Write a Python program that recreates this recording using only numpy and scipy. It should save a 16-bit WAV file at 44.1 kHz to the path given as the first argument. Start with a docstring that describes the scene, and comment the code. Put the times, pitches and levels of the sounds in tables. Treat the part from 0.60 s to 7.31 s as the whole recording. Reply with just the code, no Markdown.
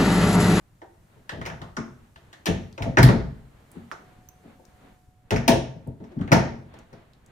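"""Soft room tone and the rustle of moving about come first, then a faint latch click and the first door blows.
Wooden doors are opened and shut in an empty house, close to a hand-held camera; a hinge creaks once, briefly.
Noise contacts excite resonances: edge and metal click, panels boom, frames knock; decaying noise is the room. A
small metal part tinks as decaying sines, dry ticks sound at the camera body and one latch snaps sharply, a
faint sine hum comes and goes. The room tone is shaped noise: movement drives its rustle, and less so its rumble
and hiss."""
import sys
import numpy as np
from scipy import signal
from scipy.fft import rfft, irfft
from scipy.io import wavfile
from scipy.ndimage import map_coordinates

SR = 44100
rng = np.random.default_rng(int(sys.argv[2]) if len(sys.argv) > 2 else 0)


def transcribe(signal):
    """Save signal, clipped to [-1, 1], as a 16-bit WAV file at the path in sys.argv[1]."""
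    frames = np.atleast_2d(signal).T
    limited = np.clip(frames, -1, 1)
    pcm = np.round(limited * 32767).astype(np.int16)
    wavfile.write(sys.argv[1], SR, pcm)


def boost_factor(decibels):
    """Convert a level in decibels to a linear amplitude factor."""
    exponent = np.asarray(decibels, float) / 20
    return 10 ** exponent


N = 295911  # length [samples]


def unit(x):
    """Normalisation: scales a signal to rms 1."""
    return x / np.sqrt(np.mean(x ** 2) + 1e-20)


def along(points, hz):
    """Logarithmic pitch scale: reads (frequency, value) points on a log-frequency axis."""
    f, v = np.transpose(points)
    return np.interp(np.log(hz + 1), np.log(f + 1), v)


def wobble(rate):
    """Slow random modulation: a smooth curve through random knots, rate knots a second."""
    knots = rng.standard_normal(int(N * rate / SR) + 4)
    return map_coordinates(knots, [np.arange(N) * rate / SR])


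# left-right likeness of diffuse sound: (frequency [Hz], correlation [-1 to 1])
LIKENESS = [(180, 0.93), (550, 0.35), (1650, 0.092), (5000, 0.27)]


def diffuse(gain, size):
    """Diffuse-field coherence: stereo noise, alike in the bass, less so above, scaled by gain(hz, t)."""
    hz, t, z = signal.stft(rng.standard_normal((2, size)), SR, nperseg=512)
    turn = np.arccos(np.clip(along(LIKENESS, hz), -1, 1))[:, None] / 2
    mid = z[0] * np.cos(turn)
    side = z[1] * np.sin(turn)
    shaped = np.array([mid + side, mid - side]) * gain(hz[:, None], t)
    return signal.istft(shaped, SR, nperseg=512)[1][:, :size]


def favour(modes, spot_hz, db_per_octave):
    """Modal excitation: the modes near a favoured pitch are driven hardest."""
    return [(c, w, db - db_per_octave * abs(np.log2(c / spot_hz))) for c, w, db in modes]


def ring(modes, contact_s, rise_s, snap=0.45):
    """Modal superposition: row 0 is the near sound (snap, rough contact), row 1 what the walls return."""
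    size = SR // 4
    t, f = np.arange(size) / SR, np.fft.rfftfreq(size, 1 / SR)
    rough = rng.standard_normal(size) * (1 - np.exp(-t / rise_s)) * np.exp(-t / contact_s)
    impulse = t == 0
    near = rough / np.linalg.norm(rough) + snap * impulse
    body = 0
    for k, (centre, width, db) in enumerate(modes):
        strength = (-1) ** k * boost_factor(db + rng.normal(0, 1.94))  # neighbours in opposite phase
        body = body + strength * 1j * f * width / (centre ** 2 - f ** 2 + 1j * f * width)
    body *= 1j * f / (modes[0][0] + 1j * f)  # little radiates below the lowest mode
    body /= 1 + 1j * f / modes[-1][0]  # nor above the highest
    fade = np.cos(np.pi / 2 * np.arange(size) / size) ** 2
    y = irfft(rfft([near, impulse]) * body, size) * fade
    return y / np.abs(y[1]).max()


# room decay: (frequency [Hz], t60 [s])
ROOM_DECAY = [(60, 0.84), (150, 0.53), (2000, 0.44), (6000, 0.42), (14000, 0.19)]


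def add(out, s, sound, pan_db, room_db, lead=16):
    """Direct sound plus reverberation: near walls die fast, the house lingers; lead [samples] delays the right."""
    def tail_gain(hz, t):
        near_walls = 1 + 0.9 * np.exp(-t / 0.02)
        build_up = 1 - np.exp(-t / 0.0009)
        return boost_factor(-60 * t / along(ROOM_DECAY, hz)) * near_walls * build_up

    tail = diffuse(tail_gain, size=SR * 3 // 5)
    tail *= boost_factor(room_db) / np.sqrt(np.mean(np.sum(tail ** 2, axis=1)))
    heard = signal.fftconvolve(sound[1:], tail, axes=1)
    heard *= boost_factor([[pan_db / 6], [-pan_db / 6]])  # the room is panned less than the direct sound
    size = sound.shape[1]
    heard[0, :size] += boost_factor(pan_db / 2) * sound[0]
    heard[1, lead:][:size] += boost_factor(-pan_db / 2) * sound[0]
    start = round(s * SR)
    out[:, start:start + heard.shape[1]] += heard[:, :N - start]


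# spectra of handling rumble, rustle and hiss, relative: (frequency [Hz], density [dB])
RUMBLE_SPECTRUM = [(20, -18.5), (40, 5), (62, 13), (92, -1.5), (200, -14), (440, -120)]
RUSTLE_SPECTRUM = [(71, -36.5), (120, 10), (326, -1), (729, -4), (1760, -9), (4500, -21.5), (9900, -120)]
HISS_SPECTRUM = [(1800, -42), (3000, -10.5), (7000, -5), (15300, -11), (16200, -40)]
# how much the person moves about: (time [s], rustle level before its wobble [dB])
MOVEMENT = [(0, -66), (.45, -61), (1.5, -61.5), (2.9, -61.5), (3.15, -55.5), (3.6, -59.5), (4.25, -58),
            (4.55, -67), (5.45, -60.5), (6.3, -58.5), (6.71, -61)]


def room_tone():
    """Filtered noise and a pure tone: movement drives rustle, rumble and hiss; the hum swells and fades."""
    calm_db = -61
    rumble_db, rumble_growth = -59.5, 0.19  # level at calm; dB per dB of movement
    hiss_db, hiss_growth = -73, 0.45  # level at calm, before it sinks; dB per dB of movement
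    hiss_sink_s, hiss_sink_db = 4.44, -5
    hum_hz, hum_db, hum_fade_db_per_s = 732, -63.5, 5.5
    hum_on_s, hum_swell_s, hum_off_s = 3.29, 0.11, 4.7

    def layer(spectrum):
        """Spectral shaping: diffuse noise of rms 1."""
        return unit(diffuse(lambda hz, t: boost_factor(along(spectrum, hz)), size=N))

    t = np.arange(N) / SR
    move_s, move_db = np.transpose(MOVEMENT)
    stir_db = np.interp(t, move_s, move_db) - calm_db
    rumble = boost_factor(rumble_db + rumble_growth * stir_db + 3.6 * wobble(47)) * layer(RUMBLE_SPECTRUM)
    rustle = boost_factor(calm_db + stir_db + 2.7 * wobble(11)) * layer(RUSTLE_SPECTRUM)
    sink_db = hiss_sink_db * np.clip((t - hiss_sink_s) / 0.29, 0, 1)
    hiss = boost_factor(hiss_db + hiss_growth * stir_db + sink_db) * layer(HISS_SPECTRUM)
    swell = np.clip((t - hum_on_s) / hum_swell_s, 0, 1) * (t < hum_off_s)
    tone = np.sqrt(2) * np.sin(2 * np.pi * hum_hz * t)
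    hum = boost_factor(hum_db - hum_fade_db_per_s * (t - hum_on_s)) * swell * tone
    return rumble + rustle + hiss + hum


# dry ticks, mostly at the camera body, plus the sharp snap of one latch contact (3.3145 s), heard with no delay
# between the sides: (time [s], level [dB], centre [Hz], left over right [dB])
DRY_TICKS = [(2.127, -40, 4440, 7.5), (3.116, -35, 8870, -1.5), (3.3145, -23, 1390, -8.5),
             (4.052, -43.5, 5500, 12), (5.273, -43, 9570, 1), (6.189, -41, 6300, -5),
             (6.534, -45.5, 3960, -6), (6.662, -44, 7150, -1)]


def ticks():
    """Near-field excitation of one broad resonance: dry ticks with little room, mostly tiny ticks at the camera
    body, and one sharp latch snap."""
    out = np.zeros((2, N))
    for s, db, hz, pan_db in DRY_TICKS:
        sound = ring([(hz, 0.26 * hz, 0)], 0.002, 0.00024)
        add(out, s, boost_factor(db) * sound, pan_db, room_db=-5.5, lead=0)
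    return out


# metal tinks: (time [s], level [dB])
METAL_TINKS = [(3.688, -28)]
# metal tink modes: (frequency [Hz], starting level re tink [dB], t60 [s])
TINK_MODES = [(6180, -14, 0.02), (14200, -13.5, 0.013)]


def metal_tinks():
    """Free damped vibration: a small metal part tinks as decaying sines."""
    out = np.zeros((2, N))
    t = np.arange(SR // 10) / SR
    for s, db in METAL_TINKS:
        sound = sum(boost_factor(level - 60 * t / t60) * np.sin(2 * np.pi * hz * t) for hz, level, t60 in TINK_MODES)
        add(out, s, boost_factor(db) * np.array([sound, sound]), pan_db=-11.5, room_db=-9.5)
    return out


# latch and edge contacts:
# (time [s], level [dB], wood share re edge [dB], metal share re edge [dB], spot on the edge [Hz])
CONTACTS = [(0.2171, -39, 4, -12, 1550), (0.6932, -20.5, -21.5, -48, 1870), (0.814, -25.5, -8, -33, 1660),
            (0.853, -28, -6, -4.5, 2400), (0.8607, -24, -10, -2, 1800), (0.8993, -26, -8, -37, 1545),
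            (1.0168, -28, -10.5, -38, 1200), (1.1674, -19, -17, -7.5, 1350),
            (1.559, -37.5, -9.5, -28.5, 1580), (1.729, -35, -10, -4, 1920), (1.8574, -16, -20, 0, 2400),
            (1.866, -15.5, -1.5, -5, 2900), (2.178, -30, 1, -7, 1974), (2.222, -23.5, -11, -3, 2360),
            (2.371, -2, -8.5, -15, 1800), (2.3846, -9.5, -0.5, -4.5, 2000), (2.4291, -9.5, -13.5, 1, 1966),
            (2.487, -13, -4.5, -12.5, 1500), (3.319, -28.5, -7, -6.5, 1214),
            (4.7067, -16.5, -6.5, -2.5, 2030), (4.7203, -21, 5, -6.5, 2240), (4.761, -18.5, -14, -5, 2200),
            (4.8793, -7.5, -6.5, 1.5, 2780), (4.9183, -15.5, -14.5, -10, 2875),
            (5.402, -54.5, 8.5, -18, 1200), (5.4402, -47.5, 3.5, -4.5, 2000), (5.518, -51, -7, -5.5, 2000),
            (5.59, -39.5, -4, -24, 1510), (5.612, -30, -12, -16.5, 1600), (5.6766, -30, -5, -22.5, 1800),
            (5.7178, -6, 1.5, -5, 1733), (5.7255, -7.5, -6, -2.5, 1727), (6.139, -45, 2, -3.5, 1800),
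            (6.329, -43.5, -6, -2.5, 1800)]
# modes of strike plate and door edge, of latch metal, and of the sharp edge of a contact:
# (frequency [Hz], width [Hz], relative level before random spread [dB])
EDGE_MODES = [(1108, 280, 2.5), (1490, 256, 0), (1800, 243, 1), (2220, 494, -2), (2880, 1350, -6)]
METAL_MODES = [(4164, 1330, 3), (5500, 970, 7), (7000, 1500, -3.5)]
SHARP_MODES = [(8800, 690, -10), (13500, 9400, -17)]
# door frame and rails, knock modes, also sounded by the thuds and the creak:
# (frequency [Hz], width [Hz], relative level before random spread [dB])
FRAME_MODES = [(340, 38, 3), (433.4, 26.8, 1), (520, 87, -3), (671.7, 20, 4.5), (752, 35, -2),
               (924, 86, -0.5)]


def clicks():
    """Impact excitation: each contact rings the door edge, the frame, the latch metal and a sharp top edge."""
    out = np.zeros((2, N))
    for s, db, wood_db, metal_db, spot_hz in CONTACTS:
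        sharp_db = -3 + 2.4 * metal_db  # the more metal in a contact, the sharper its top edge
        edge = ring(favour(EDGE_MODES, spot_hz, 8.5), 0.0027, 0.00017, snap=0.41)
        wood = boost_factor(wood_db) * ring(FRAME_MODES, 0.0039, 0.00043)
        metal = boost_factor(metal_db) * ring(METAL_MODES, 0.0072, 0.00034)
        sharp = boost_factor(sharp_db) * ring(SHARP_MODES, 0.0042, 0.00025)
        add(out, s, boost_factor(db) * (edge - wood - metal - sharp), pan_db=1.0, room_db=0.9)
    return out


# panel blows and one short hinge creak (5.522 s):
# (time [s], low part level [dB], upper part re low part [dB], favoured low [Hz], favoured upper [Hz])
BLOWS_AND_CREAK = [(0.571, -50, 2, 131.4, 413), (0.728, -31.5, 3.5, 122, 490),
                   (0.789, -25.5, -10.5, 120.7, 477), (0.875, -36.5, 6, 144, 760),
                   (0.915, -29.5, -10, 133, 500), (1.018, -31.5, -1, 121, 630),
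                   (1.182, -21.5, -4.5, 312, 340), (1.887, -13, -7, 145, 435), (2.209, -19, -5.5, 132, 650),
                   (2.264, -16, -5.5, 148, 497), (2.387, -5, -8.5, 137, 700), (2.436, -5, -10, 136, 416),
                   (2.497, -7.5, -5, 197, 472), (2.54, -22.5, 3, 130, 387), (3.164, -29.5, -10.5, 173, 340),
                   (3.849, -44.5, 0, 245, 399), (3.999, -55.5, 9.5, 230, 500), (4.235, -56.5, 5, 230, 520),
                   (4.72, -14.5, -0.5, 131.7, 430), (4.753, -14.5, -16.5, 180, 340),
                   (4.886, -10, 4.5, 225.6, 628), (4.931, -17.5, 4, 130, 428),
                   (5.162, -32.5, -9.5, 134, 398), (5.274, -27, -5.5, 130, 400),
                   (5.411, -32.5, -5, 226, 394), (5.522, -48, 11, 230, 330), (5.571, -22.5, -26, 130, 340),
                   (5.609, -21.5, -14.5, 151, 510), (5.648, -26.5, -13, 226, 340),
                   (5.719, -5.5, -17, 164, 494), (5.763, -11, -5, 210, 597), (6.331, -41.5, 2, 144, 486)]
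# door panel, low modes: (frequency [Hz], width [Hz], relative level before random spread [dB])
PANEL_MODES = [(40, 12, 3), (63.2, 4.3, 2.5), (90.8, 8.1, -3), (130, 16.1, -2.5), (182.2, 24, -5),
               (230, 11, -0.5), (280, 28, -3)]


def thuds_and_creak():
    """Plate and frame resonance: each blow, and one creak, sounds panel and frame."""
    out = np.zeros((2, N))
    for s, db, frame_db, panel_hz, frame_hz in BLOWS_AND_CREAK:
        panel = ring(favour(PANEL_MODES, panel_hz, 9.53), 0.016, 0.003)
        frame = boost_factor(frame_db) * ring(favour(FRAME_MODES, frame_hz, 13), 0.063, 0.0017, snap=0.4)
        start_s = s - 0.008  # the low part swells for a moment before its peak
        add(out, start_s, boost_factor(db) * (panel + frame), pan_db=3.5, room_db=-1.5, lead=9)
    return out


def scene():
    """Linear superposition: all sources together."""
    return room_tone() + ticks() + metal_tinks() + clicks() + thuds_and_creak()


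def low_pass(x):
    """Removes everything above the highest recorded frequency."""
    return signal.sosfilt(signal.butter(12, 17110, fs=SR, output="sos"), x)


def record(dry):
    """Soft saturation: the camera rounds off the highest peaks."""
    soft = dry / (1 + np.abs(dry / 0.95) ** 6) ** (1 / 6)
    return low_pass(soft)


dry = scene()
out = record(dry)
transcribe(out)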